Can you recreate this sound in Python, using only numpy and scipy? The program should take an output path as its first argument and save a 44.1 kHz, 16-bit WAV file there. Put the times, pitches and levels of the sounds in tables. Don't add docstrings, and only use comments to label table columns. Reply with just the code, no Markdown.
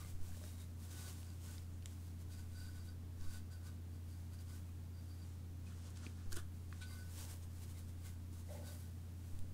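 import sys
import numpy as np
from scipy import signal
from scipy.fft import rfft, irfft
from scipy.io import wavfile
from scipy.ndimage import uniform_filter1d

SR = 44100
rng = np.random.default_rng(int(sys.argv[2]) if len(sys.argv) > 2 else 0)


def bounce(signal):
    frames = np.transpose(np.atleast_2d(signal))
    limited = np.clip(frames, -1, 1)
    pcm = np.round(limited * 32767).astype(np.int16)
    wavfile.write(sys.argv[1], SR, pcm)


def how_loud(loudness_db):
    steps = np.asarray(loudness_db, float) / 20
    return 10 ** steps


N = 420273
TIME = np.arange(N) / SR

# [f/Hz, spectral density level/dB]
FIBRE_SPECTRUM = [(290, -9), (500, -6), (640, -10), (1160, -7), (1260, -12.5), (1530, -6), (1670, -11.5),
                  (4600, -9), (8700, -6), (16000, -12)]
# [peak t/s, rise t/s, fall t/s, rustle level/dB]
FINGERS = [(.0, .01, 0.081, -66.5), (.09, .06, 0.07, -68.5), (.28, 0.076, 0.071, -67),
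           (.37, .05, 0.067, -69.5), (.46, 0.097, 0.12, -66), (.61, 0.045, 0.038, -67.5),
           (.84, 0.063, 0.05, -70), (2.07, 0.055, .04, -74), (2.215, 0.027, 0.022, -71),
           (6.93, 0.085, 0.12, -68.5), (7.21, 0.096, 0.072, -60.5), (7.31, 0.042, 0.065, -62),
           (7.435, .03, 0.024, -68.5), (7.57, 0.11, .1, -74), (7.635, 0.028, 0.018, -63.5),
           (7.71, 0.038, 0.034, -67.5), (7.79, .05, 0.056, -69), (7.89, 0.023, .03, -71),
           (8.0, 0.085, 0.044, -76), (8.07, 0.041, 0.058, -66), (8.34, 0.019, .05, -72),
           (8.4, .04, .04, -71), (8.54, 0.095, 0.093, -69), (8.68, 0.046, 0.064, -65),
           (9.02, .05, 0.069, -90), (9.3, 0.24, 0.2, -76)]
# [peak t/s, rise t/s, fall t/s, rustle level/dB]
IRON = [(.92, 0.032, .04, -65.5), (1.0, 0.1, 0.11, -61.5), (1.08, 0.068, 0.079, -61.5),
        (1.2, 0.08, 0.19, -69), (1.46, 0.059, 0.15, -66), (1.54, 0.083, 0.079, -68.5),
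        (1.88, 0.025, 0.13, -72.5), (2.33, 0.034, .04, -67), (2.39, .03, 0.072, -70),
        (2.59, 0.086, 0.15, -67.5), (2.77, 0.026, 0.038, -70.5), (2.86, 0.08, 0.058, -72.5),
        (3.24, 0.055, 0.086, -69), (3.35, 0.052, 0.044, -64), (3.525, .015, .04, -70.5),
        (3.67, .035, .05, -68), (3.96, 0.033, 0.027, -79), (4.12, 0.086, 0.18, -75),
        (4.34, .025, .025, -70.5), (4.41, .02, 0.024, -71), (4.5, 0.031, .03, -70),
        (4.55, 0.046, 0.047, -67), (4.69, .02, 0.024, -79), (6.327, 0.017, 0.019, -62),
        (6.362, 0.0094, 0.013, -59.5), (6.385, .02, 0.025, -66)]
# [peak t/s, rise t/s, fall t/s, rustle level/dB]
PAD = [
    (5.25, .07, 0.19, -75),
    (5.67, 0.023, 0.12, -70),
    (5.78, .05, .05, -73.5),
    (5.87, 0.077, 0.061, -67),
    (5.97, .02, .04, -67),
    (6.05, .04, 0.047, -63),
    (6.2, 0.12, 0.13, -73),
    (6.82, 0.013, 0.031, -63),
    (6.78, 0.072, .04, -70),
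]
# [peak t/s, rise t/s, fall t/s, rustle level/dB]
LINING = [
    (.105, 0.014, .015, -70),
    (8.735, 0.048, 0.047, -69),
    (8.8, .04, 0.087, -74),
]


def sliding():
    grains = rng.standard_normal(N) + 0.73 * slips(1500, scatter_db=1.5)
    rustle = colour(grains, FIBRE_SPECTRUM) * how_loud(0.79 * walk(30))
    high_pass = signal.butter(2, 8800, "high", fs=SR, output="sos")
    fine = signal.sosfiltfilt(high_pass, rustle)
    coarse = rustle - fine
    surfaces = ((FINGERS, -1.2), (IRON, -3), (PAD, -21), (LINING, 3.5))
    creep = how_loud(-85.5 + 3 * walk(6))
    coarse_gain = np.sqrt(sum(strokes(table) ** 2 for table, _ in surfaces) + creep ** 2)
    fine_gain = np.sqrt(sum(strokes(table, fine_db) ** 2 for table, fine_db in surfaces) + creep ** 2)
    return how_loud(6.5) * coarse_gain * coarse + how_loud(6.0) * fine_gain * fine


# [peak t/s, rise t/s, fall t/s, ring level/dB, contact place 0-3]
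DRAG = [(.01, .02, .04, -71, 0.11), (.47, 0.14, .12, -76, 2.1), (.61, 0.05, .04, -70, 2.06),
        (.98, 0.065, .05, -71.5, .95), (1.06, 0.063, 0.047, -68, 1.0), (1.29, 0.041, 0.044, -76, 0.3),
        (1.5, 0.028, 0.046, -72, 1.1), (2.33, .03, .04, -72, 0.48), (2.4, 0.037, .04, -74.5, .5),
        (2.58, 0.038, 0.11, -66, 0.5), (2.68, 0.04, 0.05, -70, .6), (2.78, .07, .09, -72, .5),
        (2.915, .02, .015, -73, 1.1), (2.895, 0.025, .012, -68, 0.27), (3.23, 0.026, 0.088, -71, 0.54),
        (3.35, .05, .04, -65.5, 0.51), (3.53, .025, .05, -70.5, 0.48), (3.67, 0.031, 0.043, -69, .7),
        (3.96, .03, 0.026, -77, .3), (4.14, .05, 0.05, -77, 0.092), (4.345, .025, 0.022, -76, .1),
        (4.397, 0.008, 0.016, -66, 0), (4.52, 0.044, 0.033, -75, .9), (4.98, .03, 0.036, -73, 0),
        (5.12, .04, .05, -73, 0), (5.23, .05, .025, -73, 0)]
# [peak t/s, rise t/s, fall t/s, ring level/dB, contact place 0-3]
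NUDGE = [(.05, 0.098, 0.045, -73, 3.0), (6.818, .005, 0.034, -60.5, 1.9), (6.87, .015, 0.03, -69, 0.0),
         (6.925, 0.04, 0.035, -66, 0.3), (6.93, 0.03, 0.025, -68, 2.5), (7.0, .04, 0.067, -73, 0.5),
         (7.2, .03, .04, -71, .2), (7.205, .015, .015, -70, 2.0), (7.78, .04, .03, -73, 2.7),
         (8.068, .03, .03, -70, 3.0), (8.07, .05, .06, -75, .9), (8.57, .035, .04, -76, 3.0),
         (8.35, .02, .05, -79, 1.5), (8.5, .015, .04, -73, 2), (8.68, 0.038, 0.041, -66.5, 1.3),
         (8.67, .03, .08, -70, 0.0), (8.84, .03, .02, -77, 1.0)]
# [peak t/s, rise t/s, fall t/s, ring level/dB]
HEEL = [(.93, .04, .04, -82), (1.05, .08, .1, -75), (.02, .03, .04, -66), (2.77, 0.03, .04, -75),
        (3.25, 0.03, .04, -69), (3.36, .04, .04, -76), (3.68, 0.035, .04, -70), (4.52, 0.048, .05, -76),
        (6.93, 0.042, 0.054, -69), (7.78, .03, .03, -83), (8.68, .04, .05, -74)]
# [peak t/s, rise t/s, fall t/s, ring level/dB]
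RIM = [(.38, .04, .12, -83), (.5, .05, .05, -86), (.63, .04, .02, -76), (1.03, .1, .08, -72),
       (2.33, .03, .04, -77), (2.77, .05, .08, -80), (2.57, .04, .05, -74), (2.66, .03, .04, -74),
       (2.89, .02, .02, -74), (3.25, .05, .06, -76), (3.37, .05, .04, -77), (3.68, .04, .04, -81),
       (8.69, .03, .05, -79)]
# [f/Hz, width f/Hz, level/dB]
PLATE = [
    [(1490, 20, 0), (1560, 120, -14)],
    [(2080, 45, 0), (2420, 80, -11)],
    [(3770, 60, 0), (4100, 500, -13), (8900, 400, -10)],
    [(4670, 110, 0), (4850, 300, -9)],
]
# [f/Hz, width f/Hz, level/dB]
HEEL_MODE = [(1158, 35, 0)]
# [f/Hz, width f/Hz, level/dB]
RIM_MODE = [(3790, 50, 0)]
RING_PLACE = (0.85, 3.35, 2, 0.11)
RING_DB = (0.45, -0.47, -0.39, 0.65)
RING_FADE_DB = (11, 6.8, 5.5, 6.8)
RING_FLUTTER_DB = (1.7, 2.2, 2.2, 2.2, 1.5, 1.8)


def dragging():
    contacts = np.vstack([DRAG, NUDGE])
    gains = []
    for place, db, fade_db in zip(RING_PLACE, RING_DB, RING_FADE_DB):
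        loss_db = fade_db * (contacts[:, 4] - place) ** 2
        gains.append(strokes(contacts, db - loss_db))
    gains += [strokes(HEEL), strokes(RIM)]
    out = np.zeros(N)
    for modes, gain, flutter_db in zip(PLATE + [HEEL_MODE, RIM_MODE], gains, RING_FLUTTER_DB):
        ring = steady(unit(body(rng.standard_normal(N), modes)), 0.048)
        out += gain * ring * how_loud(flutter_db * walk(90))
    return out


# [peak t/s, rise t/s, fall t/s, level/dB, f/Hz]
SING = [
    (6.83, .015, 0.051, -62.5, 1494),
    (6.92, 0.036, .05, -70, 1494),
    (7.0, .04, .07, -68, 1494),
    (6.93, .04, 0.028, -70, 2090),
    (6.98, .015, .015, -74, 2080),
    (7.005, .015, .02, -70, 4690),
    (7.045, .015, .02, -76, 5300),
    (7.205, .015, .015, -68, 4690),
    (8.68, .04, .04, -69, 1494),
    (.05, .06, .05, -74, 2090),
]


def singing():
    waver = np.cumsum(1 + 0.00207 * walk(40)) / SR
    flutter = how_loud(1.4 * walk(60))
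    lines = sum(np.sqrt(2) * strokes([row]) * np.sin(2 * np.pi * row[4] * waver) for row in SING)
    return flutter * lines


# [peak t/s, rise t/s, fall t/s, level/dB]
SCUFF = [
    (6.818, .005, 0.033, -58),
]
# [f/Hz, width f/Hz, level/dB]
EDGE = [(2400, 500, -6), (3700, 500, 1), (4300, 500, -1.5)]


def scuffing():
    return scrape(EDGE, SCUFF)


# [peak t/s, rise t/s, fall t/s, level/dB]
TAUT = [
    (1.28, .04, .04, -76),
    (1.45, .04, .05, -67),
    (1.52, .04, .05, -72),
    (1.06, .06, .05, -68),
    (7.22, .03, .04, -66),
    (7.435, .02, .02, -71),
    (1.75, .05, .06, -77),
]
# [f/Hz, width f/Hz, level/dB]
WEAVE = [(6600, 300, 0), (7300, 270, -2), (8500, 500, -4)]


def whispering():
    return scrape(WEAVE, TAUT)


# [f/Hz, peak level/dB, t60 t/s, sign]
SNAP_SOFT = [(2100, -54, .009, 1), (3750, -48, .007, 1), (4400, -50, .004, -1), (5020, -47.5, .008, 1),
             (5900, -58, .006, 1)]
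# [f/Hz, peak level/dB, t60 t/s, sign]
SNAP_HARD = [(2100, -48, .007, 1), (3000, -42, .004, 1), (3850, -45, .005, -1), (5800, -42, .004, -1),
             (7100, -36, .003, -1), (8700, -42, .003, 1), (10400, -45, .0035, 1), (12700, -49, .003, 1)]


def snaps():
    out, t = np.zeros(N), TIME[:SR // 20]
    for s, modes in ((1.5813, SNAP_SOFT), (1.8587, SNAP_HARD)):
        onset = 1 - np.exp(-t / 0.000056)
        ring = sum(sign * how_loud(db) * np.sin(2 * np.pi * hz * t) * decay(t, t60) for hz, db, t60, sign in modes)
        add(out, s, ring * onset)
    return out


# [t/s, peak level/dB, low f/Hz, high f/Hz, high share level/dB]
TICKS = [(0.048, -49, 2100, 8720, -2), (0.4385, -45, 1500, 6000, 9), (1.23, -49, 3200, 7470, 4),
         (1.2672, -53, 4700, 8500, 4), (1.3031, -48, 4700, 8500, 4), (1.8244, -52, 2530, 5500, 8),
         (1.865, -55, 2800, 7000, 10), (3.2108, -49, 1454, 5620, 15), (4.3899, -56, 1580, 5050, 16),
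         (5.904, -47, 6500, 9500, 10), (5.9602, -51, 3500, 6000, 2), (5.9723, -47, 5000, 8000, 8),
         (6.0647, -43, 2200, 4930, -16), (6.3205, -39, 4300, 8300, 6), (6.3276, -33.5, 4400, 8300, 14),
         (6.3427, -41, 1550, 7630, 14), (6.3576, -47, 1400, 6970, 9), (6.3663, -38, 1490, 8000, 18),
         (6.3703, -37, 1497, 10400, 17), (6.726, -44, 2000, 4400, -9), (7.25, -45, 4500, 9000, 8),
         (6.8145, -51, 3300, 8430, -6), (8.329, -52, 1980, 7250, 17), (9.39, -44.5, 3150, 8040, 12)]


def ticks():
    out, t = np.zeros(N), TIME[:SR // 10]
    noises = rng.standard_normal((len(TICKS), len(t)))
    for (s, db, low_hz, high_hz, high_db), noise in zip(TICKS, noises):
        strike = (t == 0) + how_loud(-16) * noise * decay(t, 0.011)
        low = band(band(strike, low_hz, 0.5 * low_hz), low_hz, 1.0 * low_hz)
        high = band(band(strike, high_hz, 0.71 * high_hz), high_hz, 0.72 * high_hz)
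        crack = 3 * low - how_loud(high_db) * high
        add(out, s + 0.00067, how_loud(db) * crack / abs(crack).max())
    return out


# [t/s, peak level/dB, f/Hz, t60 t/s]
PATS = [
    (0.048, -47, 490, 0.018),
    (0.122, -55, 760, 0.02),
    (0.292, -52, 751, 0.025),
    (0.371, -49, 573, 0.025),
    (0.391, -54, 490, 0.02),
    (0.415, -48.5, 600, 0.025),
    (0.438, -47, 606, 0.025),
    (0.464, -52, 452, 0.028),
    (0.509, -65, 482, 0.014),
    (5.887, -62, 468, 0.03),
]


def pats():
    return mode_pairs(PATS, push_s=0.00064, spread=1.28)


# [t/s, peak level/dB, f/Hz, t60 t/s]
CLACKS = [(0.0014, -51, 1154, 0.054), (0.392, -57, 1100, .015), (0.414, -57, 1000, .015),
          (0.439, -54, 1500, .015), (6.3215, -49, 1450, 0.027), (6.328, -46, 1600, 0.027),
          (6.343, -54, 1500, .04), (6.378, -49, 1480, .06), (0.3194, -51, 1580, 0.016),
          (0.344, -55, 1740, 0.03), (4.6896, -59, 1130, 0.028), (4.69, -63, 2490, 0.035),
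          (5.6665, -58, 2510, 0.046), (6.0327, -49, 1420, 0.023), (6.3692, -40.5, 1524, 0.037),
          (6.7262, -46, 1150, 0.018), (4.503, -58, 1200, .03), (4.508, -58, 2100, .02),
          (6.814, -52, 1494, 0.086), (8.488, -58, 2000, 0.05)]


def clacks():
    return mode_pairs(CLACKS, push_s=0.00056, spread=0.76)


# [t/s, peak level/dB, f/Hz, t60 t/s]
KNOCKS = [
    (6.066, -31, 270, 0.021),
    (6.329, -47, 346, 0.083),
    (6.369, -37, 343, 0.06),
    (6.372, -49.5, 685, 0.057),
]


def knocks():
    return mode_pairs(KNOCKS, push_s=0.0019, spread=1.2)


# [peak t/s, rise t/s, fall t/s, level/dB]
RATTLE = [
    (5.71, .04, .05, -71),
    (6.058, 0.16, 0.069, -71.5),
    (6.19, 0.023, 0.095, -72.5),
    (6.322, 0.0028, 0.02, -59.5),
    (6.368, .004, 0.02, -54),
    (6.386, .01, 0.018, -58),
    (6.41, .03, .05, -71),
]
# [f/Hz, width f/Hz, level/dB]
SHELL = [(1150, 200, -4.5), (1400, 94, 2), (1580, 130, -2.5), (1740, 100, -1), (3300, 840, -12)]


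def rattling():
    return scrape(SHELL, RATTLE)


# [peak t/s, rise t/s, fall t/s, level/dB]
GRIT = [
    (6.359, 0.0032, .006, -55),
    (6.367, .003, .003, -48.5),
    (6.370, .002, 0.0036, -49.5),
    (6.385, .01, .025, -61),
]
# [f/Hz, width f/Hz, level/dB]
GRAIN = [(3420, 1500, -6), (6900, 1700, -1), (8700, 1300, 1), (10800, 2000, -5)]


def crunching():
    return unit(body(slips(4000, scatter_db=1.5), GRAIN)) * strokes(GRIT)


# [peak t/s, rise t/s, fall t/s, level/dB]
SHIFT = [
    (7.26, .1, .12, -73),
    (8.497, 0.013, .05, -56.5),
    (8.56, 0.047, 0.052, -56.5),
    (8.64, .04, 0.066, -63.5),
    (8.72, 0.055, 0.062, -67.5),
]
# [f/Hz, width f/Hz, level/dB]
FORM = [(490, 40, -1.5), (581, 39, 4), (765, 83, -7), (860, 48, -6), (1950, 71, -16)]


def shifting():
    return scrape(FORM, SHIFT)


# [f/Hz, rms level/dB]
MOTOR = [(86.67, -50), (120.0, -64.5)]


def motor():
    return tones(MOTOR, drift_db=0.27)


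# [f/Hz, width f/Hz, rms level/dB]
FAN = [(176.5, 2.5, -70), (234.8, 0.78, -68), (294.5, 2.5, -72.5), (356.6, 16, -79), (435.3, 14, -81.5)]


def fan():
    return sum(how_loud(db) * steady(unit(band(rng.standard_normal(N), hz, w)), 0.25) for hz, w, db in FAN)


# [f/Hz, spectral density level/dB]
AIR = [(5.9, -27), (10, -17), (38, -14), (60, -12.5), (92, -18.5), (111, -10), (138, -9.5), (240, -14.5),
       (394, -25.5), (570, -28.5), (1530, -35), (2360, -38.5), (12100, -43), (16000, -43)]


def air():
    return how_loud(-60.5) * colour(rng.standard_normal(N), AIR)


# [delay t/s, half width t/s, sign, peak level/dB]
THUMP = [
    (0, 0.009, -0.82, -36.5),
    (.064, .013, 0.77, -34),
    (.085, .016, 1, -51),
    (.16, 0.042, -0.67, -46),
]
# [f/Hz, rms level/dB]
RIPPLE = [(7.7, -65), (15.4, -73), (23.1, -99)]


def supply():
    first_s, every_s = 0.153, 3.0647
    since = (TIME - first_s + 1) % every_s - 1
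    thump = sum(sign * how_loud(db) * np.exp(-.5 * ((since - d) / w) ** 2) for d, w, sign, db in THUMP)
    return thump + tones(RIPPLE, drift_db=3.5)


def strokes(table, more_db=0):
    edge_db, roundness = 10, 1.37
    power = np.zeros(N)
    for (s, rise, fall, db, *_), extra_db in zip(table, np.broadcast_to(more_db, len(table))):
        span = slice(max(int((s - 5 * rise) * SR), 0), int((s + 5 * fall) * SR))
        away = np.maximum((s - TIME[span]) / rise, (TIME[span] - s) / fall)
        power[span] += how_loud(db + extra_db - edge_db * away ** roundness) ** 2
    return np.sqrt(power)


def scrape(modes, table):
    noise = steady(unit(body(rng.standard_normal(N), modes)), 0.08)
    return noise * how_loud(0.82 * walk(50)) * strokes(table)


def mode_pairs(table, push_s, spread):
    out, t = np.zeros(N), TIME[:SR // 4]
    for s, db, hz, t60 in table:
        pair = np.sin(2 * np.pi * hz * t) + 0.064 * np.sin(2 * np.pi * hz * spread * t)
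        push = 1 - np.exp(-t / push_s)
        add(out, s, how_loud(db) * 0.69 * pair * push * decay(t, t60))
    return out


def decay(t, t60):
    return 1000 ** (-t / t60)


def slips(per_s, scatter_db):
    happens, side, size = rng.random((3, N))
    sizes = how_loud(-scatter_db * np.log(size + 0.02))
    return unit((happens < per_s / SR) * (side - .5) * sizes)


def tones(table, drift_db):
    out = np.zeros(N)
    for hz, db in table:
        level = how_loud(db + drift_db * walk(2.1))
        out += level * np.sqrt(2) * np.sin(2 * np.pi * (hz * TIME + rng.random()))
    return out


def steady(x, hold_s):
    return unit(x / np.sqrt(uniform_filter1d(x ** 2, int(hold_s * SR)) + 0.13))


def walk(rate):
    k = int(SR / rate)
    held = np.repeat(rng.standard_normal(N // k + 1), k)
    return unit(uniform_filter1d(uniform_filter1d(held, k), k)[:N])


def body(x, modes):
    return sum((-1) ** k * how_loud(db) * band(x, hz, w) for k, (hz, w, db) in enumerate(modes))


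def band(x, hz, width):
    return signal.lfilter(*signal.iirpeak(hz, hz / width, fs=SR), x)


def colour(x, points):
    hz, db = np.transpose(points)
    f = np.maximum(np.arange(N // 2 + 1) * SR / N, 1)
    gain = how_loud(np.interp(np.log(f), np.log(hz), db))
    return unit(irfft(rfft(x) * gain, N))


def unit(x):
    return x / np.sqrt(np.mean(x ** 2))


def add(out, s, burst):
    i = int(s * SR)
    out[i:i + len(burst)] += burst[:N - i]


def scene():
    close = sliding() + dragging() + singing() + scuffing() + whispering() + snaps() + ticks()
    close = close + pats() + clacks() + knocks() + rattling() + crunching() + shifting()
    t = TIME[:SR // 3]
    tail = rng.standard_normal(len(t)) * decay(t, 0.21) * (t > .004)
    wet = signal.fftconvolve(close, tail / np.sqrt(np.sum(tail ** 2)))[:N]
    background = motor() + fan() + air() + supply()
    return (close + how_loud(-12.5) * wet + background)[None]


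def low_pass(x):
    return signal.sosfilt(signal.butter(12, 16300, fs=SR, output="sos"), x)


def record(dry):
    top_hz = 15730
    passed = np.arange(N // 2 + 1) * SR / N < top_hz
    mix = irfft(rfft(dry) * passed, N)
    return low_pass(mix)


dry = scene()
out = record(dry)
bounce(out)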